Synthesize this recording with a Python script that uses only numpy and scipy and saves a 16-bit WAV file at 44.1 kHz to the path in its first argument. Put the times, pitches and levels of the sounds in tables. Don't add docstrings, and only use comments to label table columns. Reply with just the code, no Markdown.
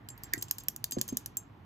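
import sys
import numpy as np
from scipy import signal
from scipy.fft import rfft, irfft
from scipy.io import wavfile

SR = 44100
rng = np.random.default_rng(int(sys.argv[2]) if len(sys.argv) > 2 else 0)


def log_audio(samples):
    frames = np.atleast_2d(samples).T
    limited = np.clip(frames, -1, 1)
    pcm = np.round(limited * 32767).astype(np.int16)
    wavfile.write(sys.argv[1], SR, pcm)


N = 72765


def amp(db):
    return 10 ** (np.asarray(db) / 20)


def read(points, hz):
    f, value = np.transpose(points)
    return np.interp(np.log(hz + 1), np.log(f + 1), value)


def level_over_time(points):
    return amp(np.interp(np.arange(N) / SR, *np.transpose(points)))


def unit(x):
    return x / np.sqrt(np.sum(x ** 2) + 1e-20)


def add(mix, s, sound):
    part = mix[max(round(s * SR), 0):][:len(sound)]
    part += sound[:len(part)]


def bins():
    return np.fft.rfftfreq(2 * N, 1 / SR)


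def coloured(x, db, size=4096):
    log_gain = np.log(amp(db(abs(np.fft.fftfreq(size, 1 / SR)))))
    minimum_phase = np.exp(np.conj(signal.hilbert(log_gain)))
    taps = np.fft.ifft(minimum_phase).real
    return signal.fftconvolve(x, taps[:size // 2])[:len(x)]


def dying(t, t60):
    return np.exp(-np.log(1000) * t / t60)


def partly_alike(a, b, same):
    same = np.clip(same, -1, 1)
    return np.array([a, same * a + np.sqrt(1 - same ** 2) * b])


def noise(spectrum, same):
    a, b = rfft(rng.standard_normal((2, 2 * N)))
    x = irfft(partly_alike(a, b, same) * amp(read(spectrum, bins())))[:, :N]
    return x / x.std()


# (f/Hz, relative level/dB per Hz)
RUMBLE_COLOUR = [(15, -63), (25, -34.5), (38, -14.5), (50, 0.5), (72, -12.5), (108, 3), (165, -8),
                 (280, -9), (439, -17), (540, -23), (780, -16), (1050, -18), (1500, -25.5), (2100, -28.5),
                 (3000, -32.5), (4600, -42.5), (7500, -52.5), (10000, -50), (14000, -49), (17000, -69)]
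# (t/s, change of level/dB)
RUMBLE_SWELL = [(0, -0.5), (.3, 1), (.8, -1), (1.2, -0.5), (1.65, -0.5)]
# (f/Hz, likeness 0 to 1)
LIKENESS = [(60, 1), (130, 0.94), (290, 0.9), (640, 0), (1400, 0.4), (6000, 0.014)]
RUMBLE_DB = -53


def rumble():
    return noise(RUMBLE_COLOUR, read(LIKENESS, bins())) * amp(RUMBLE_DB) * level_over_time(RUMBLE_SWELL)


# (f/Hz, relative level/dB per Hz)
SWISH_COLOUR = [(200, -40), (500, -24), (1000, 7), (1800, 3), (3000, 3), (6000, -3.5), (9000, -24.5),
                (13000, -14), (16000, -28.5)]
# (t/s, level/dB)
SWISH_LEVEL = [(0, -92), (.25, -65), (.6, -65.5), (.8, -75.5), (1.0, -61.5), (1.2, -65.5), (1.45, -78),
               (1.65, -101)]


def swish():
    return noise(SWISH_COLOUR, 0) * level_over_time(SWISH_LEVEL)


# (f/Hz, relative level/dB per Hz)
STIR_COLOUR = [(600, -23), (1100, -12), (1550, 1.5), (1950, 2), (2500, -14), (5000, -34.5)]
# (t/s, level/dB)
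STIR_LEVEL = [(0, -70), (.15, -65), (.3, -63), (.45, -77.5), (1.65, -82)]


def stir():
    return noise(STIR_COLOUR, 0) * level_over_time(STIR_LEVEL)


# (f/Hz, t60/s)
ROOM_T60 = [(100, 0.18), (400, 0.19), (2000, 0.11), (6000, 0.18), (13000, 0.12), (17000, 0.073)]


def room(x):
    hz, t, (a, b) = signal.stft(rng.standard_normal((2, SR // 2)), SR, nperseg=256)
    bands = partly_alike(a, b, read(LIKENESS, hz)[:, None])
    tail = signal.istft(bands * dying(t, read(ROOM_T60, hz)[:, None]), SR)[1]
    fade_in = np.minimum(np.arange(tail.shape[1]) / SR / 0.0013, 1)
    tail = tail * fade_in
    return signal.fftconvolve(x[None], tail / np.linalg.norm(tail[0]), axes=1)[:, :N]


TABLE_DB, TABLE_T60_S = -2.5, 0.015


def table(x):
    t = np.arange(SR // 50) / SR
    taps = np.array([unit(row * dying(t, TABLE_T60_S)) for row in rng.standard_normal((2, len(t)))])
    midrange = signal.butter(2, [500, 5500], "bandpass", fs=SR, output="sos")
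    mids = signal.sosfilt(midrange, x)
    return amp(TABLE_DB) * signal.fftconvolve(mids[None], taps, axes=1)[:, :N]


# (t/s, starting f/Hz, level/dB, rise/s, t60/s, glide/octaves per s)
AIR_POCKETS = [(0.33, 1830, -34.5, 0.00056, 0.042, 5.5), (0.3366, 1870, -16, 0.0011, 0.013, 2.5),
               (0.339, 1743, -39, .002, 0.052, 2), (0.341, 322, -36, 0.002, 0.047, -3),
               (.374, 289, -34.5, 0.0026, 0.039, 0), (0.375, 116, -37, 0.0029, 0.078, 0),
               (0.9253, 260, -38.5, 0.0053, 0.055, -9), (0.9676, 520, -25, 0.0033, 0.031, 2),
               (.9690, 345, -24.5, .003, 0.045, 4.5), (.9700, 210, -19.5, 0.0052, 0.047, 1),
               (.978, 121, -27, 0.0073, 0.076, 2), (1.075, 117, -38, 0.012, 0.082, 1.5),
               (1.1235, 430, -41, 0.0018, 0.015, -3), (1.1240, 250, -19.5, 0.0055, 0.044, -8),
               (1.13, 150, -34.5, .006, .08, -1)]
SPLASH_DB, SPLASH_WIDTH_HZ = -11.5, 150


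def water():
    out, t = np.zeros(N), np.arange(SR // 5) / SR
    f = np.fft.rfftfreq(len(t), 1 / SR)
    for s, hz, db, rise, t60, glide in AIR_POCKETS:
        gliding_hz = hz * 2 ** (glide * t)
        tone = np.sin(2 * np.pi * np.cumsum(gliding_hz) / SR)
        band = f / (f + hz) / (1 + ((f - hz) / SPLASH_WIDTH_HZ) ** 2)
        splash = irfft(rfft(rng.standard_normal(len(t))) * band, len(t))
        splash = unit(splash) * np.sqrt(len(t))
        envelope = np.minimum(t / rise, 1) * dying(t, t60)
        add(out, s, amp(db) * envelope * (tone + amp(SPLASH_DB) * splash))
    return out


# (f/Hz, level/dB)
CONTACT_COLOUR = [(100, -10.5), (450, -15), (1000, -11), (1700, -13.5), (2350, -27), (3100, -5.5),
                  (3800, -1.5), (4500, 2.5), (5600, -4), (6800, -0.5), (8300, -4), (11000, 1), (12600, 3.5),
                  (14300, 3.5), (15700, -2.5), (16800, -9)]
SCRAPE_DB, SCRAPE_T60_S, SCRAPE_PER_S = -8.5, 0.055, 2300


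def scrape(t):
    slips = (rng.random(len(t)) < SCRAPE_PER_S / SR) * rng.standard_normal(len(t))
    fading = unit(slips * dying(t, SCRAPE_T60_S))
    return amp(SCRAPE_DB) * coloured(fading, lambda hz: read(CONTACT_COLOUR, hz))


SNAP_DB, SNAP_T60_S = 11, 0.001
SHIVER_DB, SHIVER_T60_S = -1, 0.0085
ALIKE = 0.53


def octaves(hz):
    return np.clip(np.log2((hz + 1) / 7000), -2, 1)


def tick(t, shell, tilt_db):
    grain = ALIKE * shell + np.sqrt(1 - ALIKE ** 2) * rng.standard_normal(len(t))
    click = t == 0
    burst = unit(grain * dying(t, SNAP_T60_S) * (t > 0))
    snap = unit(click + amp(SNAP_DB) * burst)
    shiver = unit(grain[::-1] * dying(t, SHIVER_T60_S) * (1 - dying(t, SNAP_T60_S)))
    contact = unit(snap + amp(SHIVER_DB) * shiver)
    return coloured(contact, lambda hz: read(CONTACT_COLOUR, hz) + tilt_db * octaves(hz))


# (f/Hz, t60/s when free, level/dB in a clack, level/dB in a tap)
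MODES = [(3183, 0.049, -59, -44.5), (4600, 0.067, -53, -42), (4856, 0.0096, -26, -42.5),
         (5250, 0.054, -51, -43.5), (5590, 0.088, -40.5, -77), (6380, 0.064, -33, -53.5),
         (6430, 0.11, -72, -32), (7240, 0.09, -36.5, -66), (7590, 0.085, -67.5, -41.5),
         (7424, 0.084, -53.5, -36), (7390, 0.075, -71.5, -39), (10110, 0.05, -28, -32.5),
         (11560, 0.024, -54, -65), (13200, 0.027, -37.5, -59), (14500, .035, -42.5, -64.5)]
RING_GROUPS = [5000, 6425, 7400]
MODE_SPREAD_DB, MODE_DETUNE = 0, 0.0025
RING_ROUGH, RING_FLUTTER_HZ = 0.57, 160


def ring(t, column, group_db, decay_share):
    modes = np.array(MODES)
    hz, t60, db = modes[:, :1], modes[:, 1:2], modes[:, 2:][:, column, None]
    level_draw, pitch_draw = rng.standard_normal((2, len(MODES), 1))
    level = amp(db + np.interp(hz, RING_GROUPS, group_db) + MODE_SPREAD_DB * level_draw)
    detuned_hz = hz * (1 + MODE_DETUNE * pitch_draw)
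    slow = np.exp(-(np.fft.rfftfreq(len(t), 1 / SR) / RING_FLUTTER_HZ) ** 2)
    flutter = irfft(rfft(rng.standard_normal((2, len(MODES), len(t)))) * slow, len(t))
    swell, sway = RING_ROUGH * flutter / flutter.std()
    tone = (1 + swell) * np.sin(2 * np.pi * detuned_hz * t + sway)
    return (level * dying(t, t60 * decay_share) * tone).sum(0)


# (t/s, level/dB, brightness/dB per octave)
CLACKS = [(0.336, -1.5, -0.5), (0.4261, -7, -1.5), (.5112, -0.5, 0.5), (0.6846, -0.5, -0.5),
          (0.7625, -13.5, 4), (0.8422, -2.5, 0), (1.0139, -1.5, 0), (1.1710, -2.5, -1), (1.2604, -11, 0.5)]
# (t/s, tick level/dB, tick brightness/dB per octave, low, middle and high ring level/dB)
TAPS = [(0.0878, -19, -2, -12, -24, -9.5), (0.1025, -43, -14, -41, -28, -11.5),
        (0.1783, -27, 0.5, -60, -49, -45), (0.2357, -19.5, 6, -12.5, -25, -11),
        (.2424, -25, -1, -28, -38, -22), (0.3793, -28, -6, -16.5, -15.5, -7),
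        (0.4128, -30, 3.5, -42, -28, -13), (0.424, -14.5, 0, -15, -15, -6.5),
        (0.484, -31, -8, -23, -29, -22.5), (0.4967, -40, -4, -19, -25, -32),
        (0.5841, -15, -1, -10.5, -21, -12.5), (0.6015, -29, 3.5, -39.5, -22, -21.5),
        (0.607, -31.5, -2, -14, -28, -31.5), (0.6366, -30, 5.5, -44, -43, -27),
        (0.9108, -15.5, 4.5, -22, -14, -12), (0.9218, -7, -2, 0, 0.5, -4),
        (.9856, -25.5, -12.5, -10.5, -15.5, -13.5), (1.0796, -17.5, 0, -16, -20, -15),
        (1.0882, -14, -1, -6.5, -6, -6), (1.1260, -32, -4.5, -23, -19.5, -24),
        (1.3703, -14.5, 11.5, -29.5, -8.5, 1.5)]
PRESSED_DECAY = 0.5


def brush():
    out, t = np.zeros(N), np.arange(SR // 5) / SR
    shell = rng.standard_normal(len(t))
    for s, db, tilt_db in CLACKS:
        clack = tick(t, shell, tilt_db) + ring(t, 0, np.zeros(len(RING_GROUPS)), PRESSED_DECAY)
        add(out, s, amp(db) * clack)
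    for s, tick_db, tilt_db, *group_db in TAPS:
        touch = amp(tick_db) * (tick(t, shell, tilt_db) + scrape(t))
        add(out, s, touch + ring(t, 1, group_db, 1))
    return out


RIGHT_LEAD_S = 0.00039
CUP_ROOM_DB, WATER_ROOM_DB = -16, -8


def scene():
    cup, glugs = brush(), water()
    direct = cup + glugs
    pair = np.array([direct, np.roll(direct, -round(RIGHT_LEAD_S * SR))])
    reflections = table(cup)
    tail = room(amp(CUP_ROOM_DB) * cup + amp(WATER_ROOM_DB) * glugs)
    background = rumble() + swish() + stir()
    return pair + reflections + tail + background


# (f/Hz, left minus right level/dB)
BALANCE = [(60, -2.5), (120, -3.5), (280, 1.5), (550, -4), (1300, -2), (2600, -1.5), (4500, 0), (8000, 0)]
TREBLE_SPLIT_HZ, TREBLE_SHARE, TREBLE_LAG_S = 5600, 0.88, 0.000152
LOW_CUT_HZ, EDGE_HZ = 51, 16900


def record(dry):
    hz, (left, right) = bins(), rfft(dry, 2 * N)
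    above_split = np.clip((hz - TREBLE_SPLIT_HZ) / 1000 + 0.5, 0, 1)
    turn = TREBLE_SHARE * np.pi / 2 * above_split
    late_left = left * np.exp(-2j * np.pi * hz * TREBLE_LAG_S)
    right = np.cos(turn) * right + np.sin(turn) * late_left
    lean = amp(read(BALANCE, hz) / 2)
    low_cut = hz ** 2 / np.hypot(hz ** 2, LOW_CUT_HZ ** 2)
    out = irfft(low_cut * np.array([left * lean, right / lean]))[:, :N]
    band_limit = signal.firwin(511, EDGE_HZ, window=("kaiser", 9), fs=SR)
    return signal.oaconvolve(out, band_limit[None], "same")


dry = scene()
out = record(dry)
log_audio(out)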